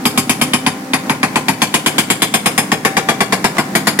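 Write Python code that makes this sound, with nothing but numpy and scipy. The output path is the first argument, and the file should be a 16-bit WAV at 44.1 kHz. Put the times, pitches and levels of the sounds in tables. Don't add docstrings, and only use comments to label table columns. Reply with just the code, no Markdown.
import sys
import numpy as np
from scipy import signal
from scipy.fft import rfft, irfft
from scipy.io import wavfile
from scipy.ndimage import uniform_filter1d

SR = 44100
rng = np.random.default_rng(int(sys.argv[2]) if len(sys.argv) > 2 else 0)


def master(y):
    cut = np.clip(np.atleast_2d(y).T, -1, 1)
    pcm = np.round(cut * 32767)
    wavfile.write(sys.argv[1], SR, pcm.astype(np.int16))


N = 176400
t = np.arange(int(.6 * SR)) / SR
MODE_DETUNE, MODE_RISE_S = 0.0029, 0.0029

# t/s, then level/dB of thump, knock, clank, clang, ring, sizzle
BLOWS = [(0.0536, -15.5, -29, -17.5, -19, -19.5, -17.5), (0.175, -14.5, -27, -18, -20.5, -20, -16.5),
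         (0.2943, -17, -27, -17.5, -19.5, -19.5, -16.5), (0.4133, -16.5, -24.5, -17.5, -19.5, -19.5, -17.5),
         (0.534, -16.5, -26, -17, -17, -20, -19), (0.6634, -16.5, -27, -17.5, -15, -21.5, -22.5),
         (0.934, -19.5, -27, -15, -13.5, -22.5, -22.5), (1.0957, -17.5, -26.5, -15.5, -15.5, -26, -25),
         (1.2298, -18.5, -25, -14, -13.5, -23.5, -25.5), (1.357, -18.5, -22.5, -14.5, -14.5, -22.5, -23.5),
         (1.4831, -17.5, -24, -14.5, -14.5, -22.5, -22), (1.6176, -18.5, -23.5, -17, -15, -18, -20),
         (1.7403, -20.5, -20.5, -17, -15.5, -18.5, -18), (1.8612, -20.5, -21, -18, -15, -19.5, -18),
         (1.9816, -19.5, -21.5, -20, -14.5, -17.5, -16), (2.1008, -20, -22, -20, -15, -20.5, -16.5),
         (2.2193, -20, -22.5, -18, -15.5, -17.5, -17), (2.339, -19.5, -22, -18, -15, -18.5, -16.5),
         (2.4583, -20.5, -21, -16, -15, -20, -17), (2.5778, -20, -22.5, -18, -13, -20.5, -15.5),
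         (2.717, -17, -21, -15.5, -15, -22.5, -24.5), (2.849, -20.5, -20, -17.5, -11.5, -21, -22.5),
         (2.9674, -20.5, -18.5, -17, -12.5, -21, -24.5), (3.0868, -20.5, -17.5, -15, -12.5, -20.5, -24),
         (3.205, -19.5, -19.5, -15.5, -13.5, -21, -22.5), (3.3234, -20, -20, -17, -14.5, -21, -22.5),
         (3.442, -18.5, -21.5, -14, -14, -20, -22), (3.5821, -18.5, -23.5, -16.5, -17.5, -23, -25),
         (3.751, -17, -19.9, -20.5, -13, -19.5, -19), (3.87, -18.5, -20.5, -18, -13.5, -17.5, -19.5),
         (3.989, -17, -23, -21, -13, -17.5, -16.5)]
# low f/Hz, high f/Hz, trim/dB, attack/s, hold/s, t60/s,
# likeness to the last blow/0-1, left-right likeness before the treble loss/0-1, left over right/dB
REGISTERS = [(310, 732, 1, 0.0017, 0.002, 0.18, 0.76, 0.71, 1),
             (780, 1330, -1.5, 0.0041, 0.01, 0.1, 0.66, 0.77, 1.5),
             (1305, 2396, -1, 0.00091, 0.0024, 0.12, 0.75, 0.74, 9.5),
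             (2843, 6600, 4, 0.00045, 0.01, 0.12, 0.68, 0.2, 6.5),
             (5560, 12300, 1, 0.0014, 0.0097, 0.12, 0.59, 0.64, .3)]
# f/Hz, level/dB
RUMBLE_SPECTRUM = [(15, -84), (25, -54), (188, 9), (227, 0), (280, 7), (368, 0.5), (560, -3.5), (762, -2.5),
                   (1900, -8), (3170, -19), (5580, -19), (15500, -27)]


def undb(db):
    return 10 ** (np.asarray(db) / 20)


def fade(t60):
    return np.exp(-np.log(1000) * t / t60)


def unit(x):
    return x / np.sqrt(np.mean(x[..., :int(.03 * SR)] ** 2))


def pan(db):
    gains = undb(np.array([[db], [-db]]) / 2)
    return gains / np.sqrt(np.mean(gains ** 2))


def colour(x, points, lo=15, hi=20000):
    f = np.fft.rfftfreq(x.shape[-1], 1 / SR) + 1e-3
    hz, db = np.array(points).T
    edges = np.sqrt((1 + (lo / f) ** 16) * (1 + (f / hi) ** 16))
    gain = undb(np.interp(np.log(f), np.log(hz), db)) / edges
    y = irfft(rfft(x) * gain, x.shape[-1])
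    return y / np.sqrt(np.mean(y ** 2))


def walk(rate_hz):
    k = int(SR / rate_hz)
    steps = np.repeat(rng.standard_normal(N // k + 1), k)
    drift = uniform_filter1d(uniform_filter1d(steps, k), k)[:N]
    return drift / drift.std()


def diffuse(noise, wide_hz=1350):
    f = np.fft.rfftfreq(noise.shape[-1], 1 / SR)
    width = np.clip(f / wide_hz, .15, 1)
    mid, side = rfft(noise) / np.sqrt(1 + width ** 2)
    return irfft(np.array([mid + width * side, mid - width * side]), noise.shape[-1])


def add(out, start, x):
    i = max(int(start * SR), 0)
    x = x[..., :max(N - i, 0)]
    out[:, i:i + x.shape[-1]] += x


def excavator(pump_hz=258.6, firing_hz=99.4):
    # harmonic number, level/dB
    pump = [(1, -32), (2, -42.5), (3, -40)]
    firing = [(2, -42), (3, -41)]
    rumble = colour(diffuse(rng.standard_normal((2, N))), RUMBLE_SPECTRUM)
    out = rumble * undb(-28.5 + 1.5 * walk(24.95))
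    shaft_time = np.cumsum(1 + 0.003 * walk(7.91)) / SR
    ease_db = np.interp(np.arange(N) / SR, (.9, 1.8), (0, -6))
    for hz, lines, load_db in ((pump_hz, pump, ease_db), (firing_hz, firing, 0)):
        for harmonic, db in lines:
            tone = np.sqrt(2) * np.sin(2 * np.pi * harmonic * hz * shaft_time)
            out += undb(db + load_db + walk(11)) * tone
    return out


def grainy_hiss(ticks_per_s=700):
    ticks = (rng.random((2, N)) < ticks_per_s / SR) * rng.standard_normal((2, N))
    return undb(-44) * colour(ticks, RUMBLE_SPECTRUM, lo=3500)


def housing_thumps(valve_lead_s=.027, rise_cycles=1.1, dispersion_cycles=2.7):
    # f/Hz, relative level/dB, t60/s, level change as the chisel sinks/(dB/s)
    modes = [(42, -25, 0.067, -3), (106.3, -15, 0.18, -0.5), (153.2, -3.5, 0.11, 0.5),
             (208.2, -2, 0.086, 2), (245, 5, 0.091, -3), (305.2, -4.5, 0.085, 0.4), (397.4, -9.5, 0.19, -5)]
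    out = np.zeros((2, N))
    valve_gate = np.clip(2 - 2 * t / valve_lead_s, 0, 1)
    for start, thump_db, *_ in BLOWS:
        boom = 0
        for (hz, db, t60, drift), detune in zip(modes, rng.standard_normal(len(modes))):
            swell = 1 - np.exp(-(t * hz / rise_cycles) ** 2)
            cycles = hz * (1 + 0.037 * detune) * t - dispersion_cycles * np.log(hz)
            boom += undb(db + drift * start) * fade(t60) * swell * np.sin(2 * np.pi * cycles)
        boom = unit(boom) * undb(thump_db)
        add(out, start - valve_lead_s, boom * undb(-10) * valve_gate)
        add(out, start, boom * undb(2))
    return out


def clusters(size, repeat, height_db=4.6, width_hz=170):
    width = max(int(width_hz * size / SR), 1)
    noise = rng.standard_normal((len(BLOWS), size // 2 + 1))
    bumps = uniform_filter1d(uniform_filter1d(noise, width), width)
    bumps /= bumps.std()
    for k in range(1, len(bumps)):
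        bumps[k] = repeat * bumps[k - 1] + np.sqrt(1 - repeat ** 2) * bumps[k]
    depth = np.clip(np.fft.rfftfreq(size, 1 / SR) / 4000, 0, 1)
    return undb(height_db * depth * bumps)


def clangs(tick_lead_s=0.014, diffuse_hz=2000, size=2 ** 13):
    # f/Hz, level/dB
    spectrum = [(200, -1), (393, 1.5), (585, -1.5), (721, 3.5), (1060, -2.5), (1340, -9), (1710, -2),
                (2390, -2), (2850, -11.5), (3300, -17.5), (4110, -21), (4750, -15.5), (5490, -22.5),
                (6330, -23), (7400, -17.5), (10000, -10.5), (11100, -15.5), (14800, -15), (15500, -23)]
    out = np.zeros((2, N))
    for k, (lo, hi, trim_db, attack, hold, t60, repeat, alike, pan_db) in enumerate(REGISTERS):
        fresh = colour(rng.standard_normal((len(BLOWS), 3, size)), spectrum, lo, hi)
        env = np.minimum(t / attack, 1) * np.minimum(undb(-60 * (t - hold) / t60), 1)
        alike *= min(diffuse_hz / lo, 1)
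        pattern = fresh[0]
        for blow, new, peaks in zip(BLOWS, fresh[::-1], clusters(size, repeat)):
            pattern = repeat * pattern + np.sqrt(1 - repeat ** 2) * new
            stereo = np.sqrt(alike) * pattern[2] + np.sqrt(1 - alike) * pattern[:2]
            ring = irfft(peaks * rfft(stereo), size)
            tick = undb(-31) * unit(ring[:, ::-1] * fade(0.083)[:size])
            gain = undb(blow[k + 2] + trim_db) * pan(pan_db)
            add(out, blow[0] - tick_lead_s, gain * tick)
            add(out, blow[0], gain * unit(ring * env[:size]))
    return out


def chisel_chirps(top_hz=4027, fall_s=0.00717, rise_s=0.0011, decay_s=0.0029):
    # t/s, level/dB
    levels = [(0, -1), (.95, -1), (1.3, -5), (1.75, 0), (2.3, -4), (2.8, -9), (4, -10)]
    out = np.zeros((2, N))
    phase = 2 * np.pi * top_hz * fall_s * np.log1p(t / fall_s)
    chirp = np.sin(phase) * np.minimum(t / rise_s, 1) * np.exp(-t / decay_s) * pan(-1)
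    for start, *_ in BLOWS:
        add(out, start, chirp * undb(np.interp(start, *np.array(levels).T)))
    return out


def chisel_ring(rise_s=0.0036, scatter_db=2):
    # f/Hz, base level/dB, t60/s
    modes = [(775, -39.5, 0.68), (1420, -33, 0.33),  (3660, -20, 0.11), (4740, -21, 0.1), (7380, -22, 0.14)]
    # t/s, added level/dB
    low_ring = [(0, -14), (.6, -8), (1.2, -26), (2.6, -18), (2.85, 17), (3.3, 5), (3.8, 8)]
    out = np.zeros((2, N))
    blows = np.array(BLOWS)
    starts = blows[:, 0]
    for k, (hz, db, t60) in enumerate(modes):
        band = sum(hz > register[1] for register in REGISTERS[:-1])
        band_db = blows[:, 2 + band]
        pushes_db = band_db - band_db.mean() if k else np.interp(starts, *np.array(low_ring).T)
        env = fade(t60) * np.minimum(t / rise_s, 1) * pan(4 if hz < 6000 else 0)
        for start, push_db in zip(starts, pushes_db):
            strength, detune, turn, skew = rng.standard_normal(4)
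            mic_phase = np.array([[skew], [-skew]]) * min(hz / 5000, 1)
            wave = np.sin(2 * np.pi * (hz * (1 + MODE_DETUNE * detune) * t + turn) + mic_phase)
            add(out, start, undb(db + push_db + scatter_db * strength) * env * wave)
    return out


def seated_tip(rise_s=0.0012):
    # t/s, clank f/Hz, clang f/Hz, level over the blow's clang/dB
    resonances = [(.534, 1080, 2320, 10), (.663, 1017, 2440, -2), (.934, 1034, 2460, 1),
                  (1.23, 1030, 2156, 6.5), (1.357, 1028, 2040, -3), (1.483, 918, 1896, 4),
                  (1.617, 1039, 1840, -1), (1.9, 1022, 1980, -1), (2.101, 1092, 2120, 0),
                  (2.849, 1100, 1782, 5), (3.087, 1168, 1994, 3), (3.442, 1010, 2000, 6),
                  (3.581, 1080, 2050, 11), (3.751, 1053, 1916, 2)]
    out = np.zeros((2, N))
    times, *curves = np.array(resonances).T
    onset = np.minimum(t / rise_s, 1) * pan(4.5)
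    for start, _, _, clank_db, clang_db, *_ in BLOWS:
        clank_hz, clang_hz, lift_db = (np.interp(start, times, curve) for curve in curves)
        knocks = (clank_hz, clank_db + 7.5, .09), (clang_hz, clang_db + lift_db, .07)
        for (hz, db, t60), skew in zip(knocks, rng.standard_normal(2)):
            phase = 2 * np.pi * hz * t + np.array([[skew], [-skew]]) * 0.5
            add(out, start, undb(db) * np.sin(phase) * fade(t60) * onset)
    return out


def rock_notes():
    # (f/Hz, level/dB)
    pieces = [(0, [(870, -20), (1250, -17), (2180, -19), (3100, -14)]), (.6, [(760, -20), (890, -15.5)]),
              (1.55, [(765, -16.5), (2450, -15.5), (3060, -18), (3380, -14)]), (2.78, [(392, -17.5),
              (440, -18.5), (930, -24), (1190, -17)]), (3.5, [(338, -11), (680, -16), (975, -17),
              (1450, -15)])]
    out = np.zeros((2, N))
    env = fade(t60=0.11) * np.minimum(t / MODE_RISE_S, 1)
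    for start, *_ in BLOWS:
        modes = [piece for since, piece in pieces if since <= start][-1]
        for hz, db in modes:
            strength, detune, turn = rng.standard_normal(3)
            wave = np.sin(2 * np.pi * (hz * (1 + MODE_DETUNE * detune) * t + turn))
            add(out, start, undb(db + strength) * env * wave)
    return out


def chisel_overtones(span_hz=(6000, 13500), count=14, t60=.15, scatter_db=4):
    out = np.zeros((2, N))
    pitches = np.geomspace(*span_hz, count)[:, None]
    tilt = np.sqrt(span_hz[0] / pitches.T)
    env = fade(t60) * np.minimum(t / MODE_RISE_S, 1)
    age = t[t < 2 * t60]
    for start, *_, sizzle_db in BLOWS:
        strength = rng.standard_normal((2, count))
        detune, turn = rng.standard_normal((2, count, 1))
        waves = np.sin(2 * np.pi * (pitches * (1 + .025 * detune) * age + turn))
        gains = undb(sizzle_db - 11 + scatter_db * strength) * tilt * np.sign(strength)
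        add(out, start, (gains @ waves) * env[:len(age)])
    return out


def quarry_echoes(direct):
    # f/Hz, level/dB
    spectrum = [(100, 6.5), (300, -2.5), (900, -1.5), (2200, -2.5), (5000, -2), (10000, -1.5),
                (15000, -6.5)]
    out = np.zeros((2, N))
    piles, far_face = (.018, -19, 0.64), (.052, -23.5, 0.021)
    for delay_s, db, t60 in (piles, far_face):
        echo = colour(diffuse(rng.standard_normal((2, len(t)))), spectrum) * fade(t60)
        echo *= undb(db) / np.sqrt(np.sum(echo ** 2) / 2)
        add(out, delay_s, signal.fftconvolve(direct, echo, axes=1))
    return out


def rock_splits():
    # t/s, level/dB, t60/s
    cracks = [(3.55, -28, 0.2), (3.569, -24, .06)]
    out = np.zeros((2, N))
    for start, db, t60 in cracks:
        noise = colour(diffuse(rng.standard_normal((2, len(t)))), RUMBLE_SPECTRUM, lo=320, hi=12000)
        add(out, start, undb(db) * unit(noise * fade(t60)))
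    return out


def scene(left_lag_s=.00009):
    breaker = housing_thumps() + clangs() + chisel_chirps() + chisel_ring()
    breaker += seated_tip() + rock_notes() + chisel_overtones() + rock_splits()
    breaker[0] = np.pad(breaker[0], (round(left_lag_s * SR), 0))[:N]
    return breaker + quarry_echoes(breaker) + grainy_hiss() + excavator()


def record(dry):
    drive_db, ceiling, top_hz = 1, 0.93, 15800
    rounded = ceiling * np.tanh(undb(drive_db) * dry / ceiling)
    return signal.sosfilt(signal.ellip(8, .2, 70, top_hz, fs=SR, output="sos"), rounded)


dry = scene()
out = record(dry)
master(out)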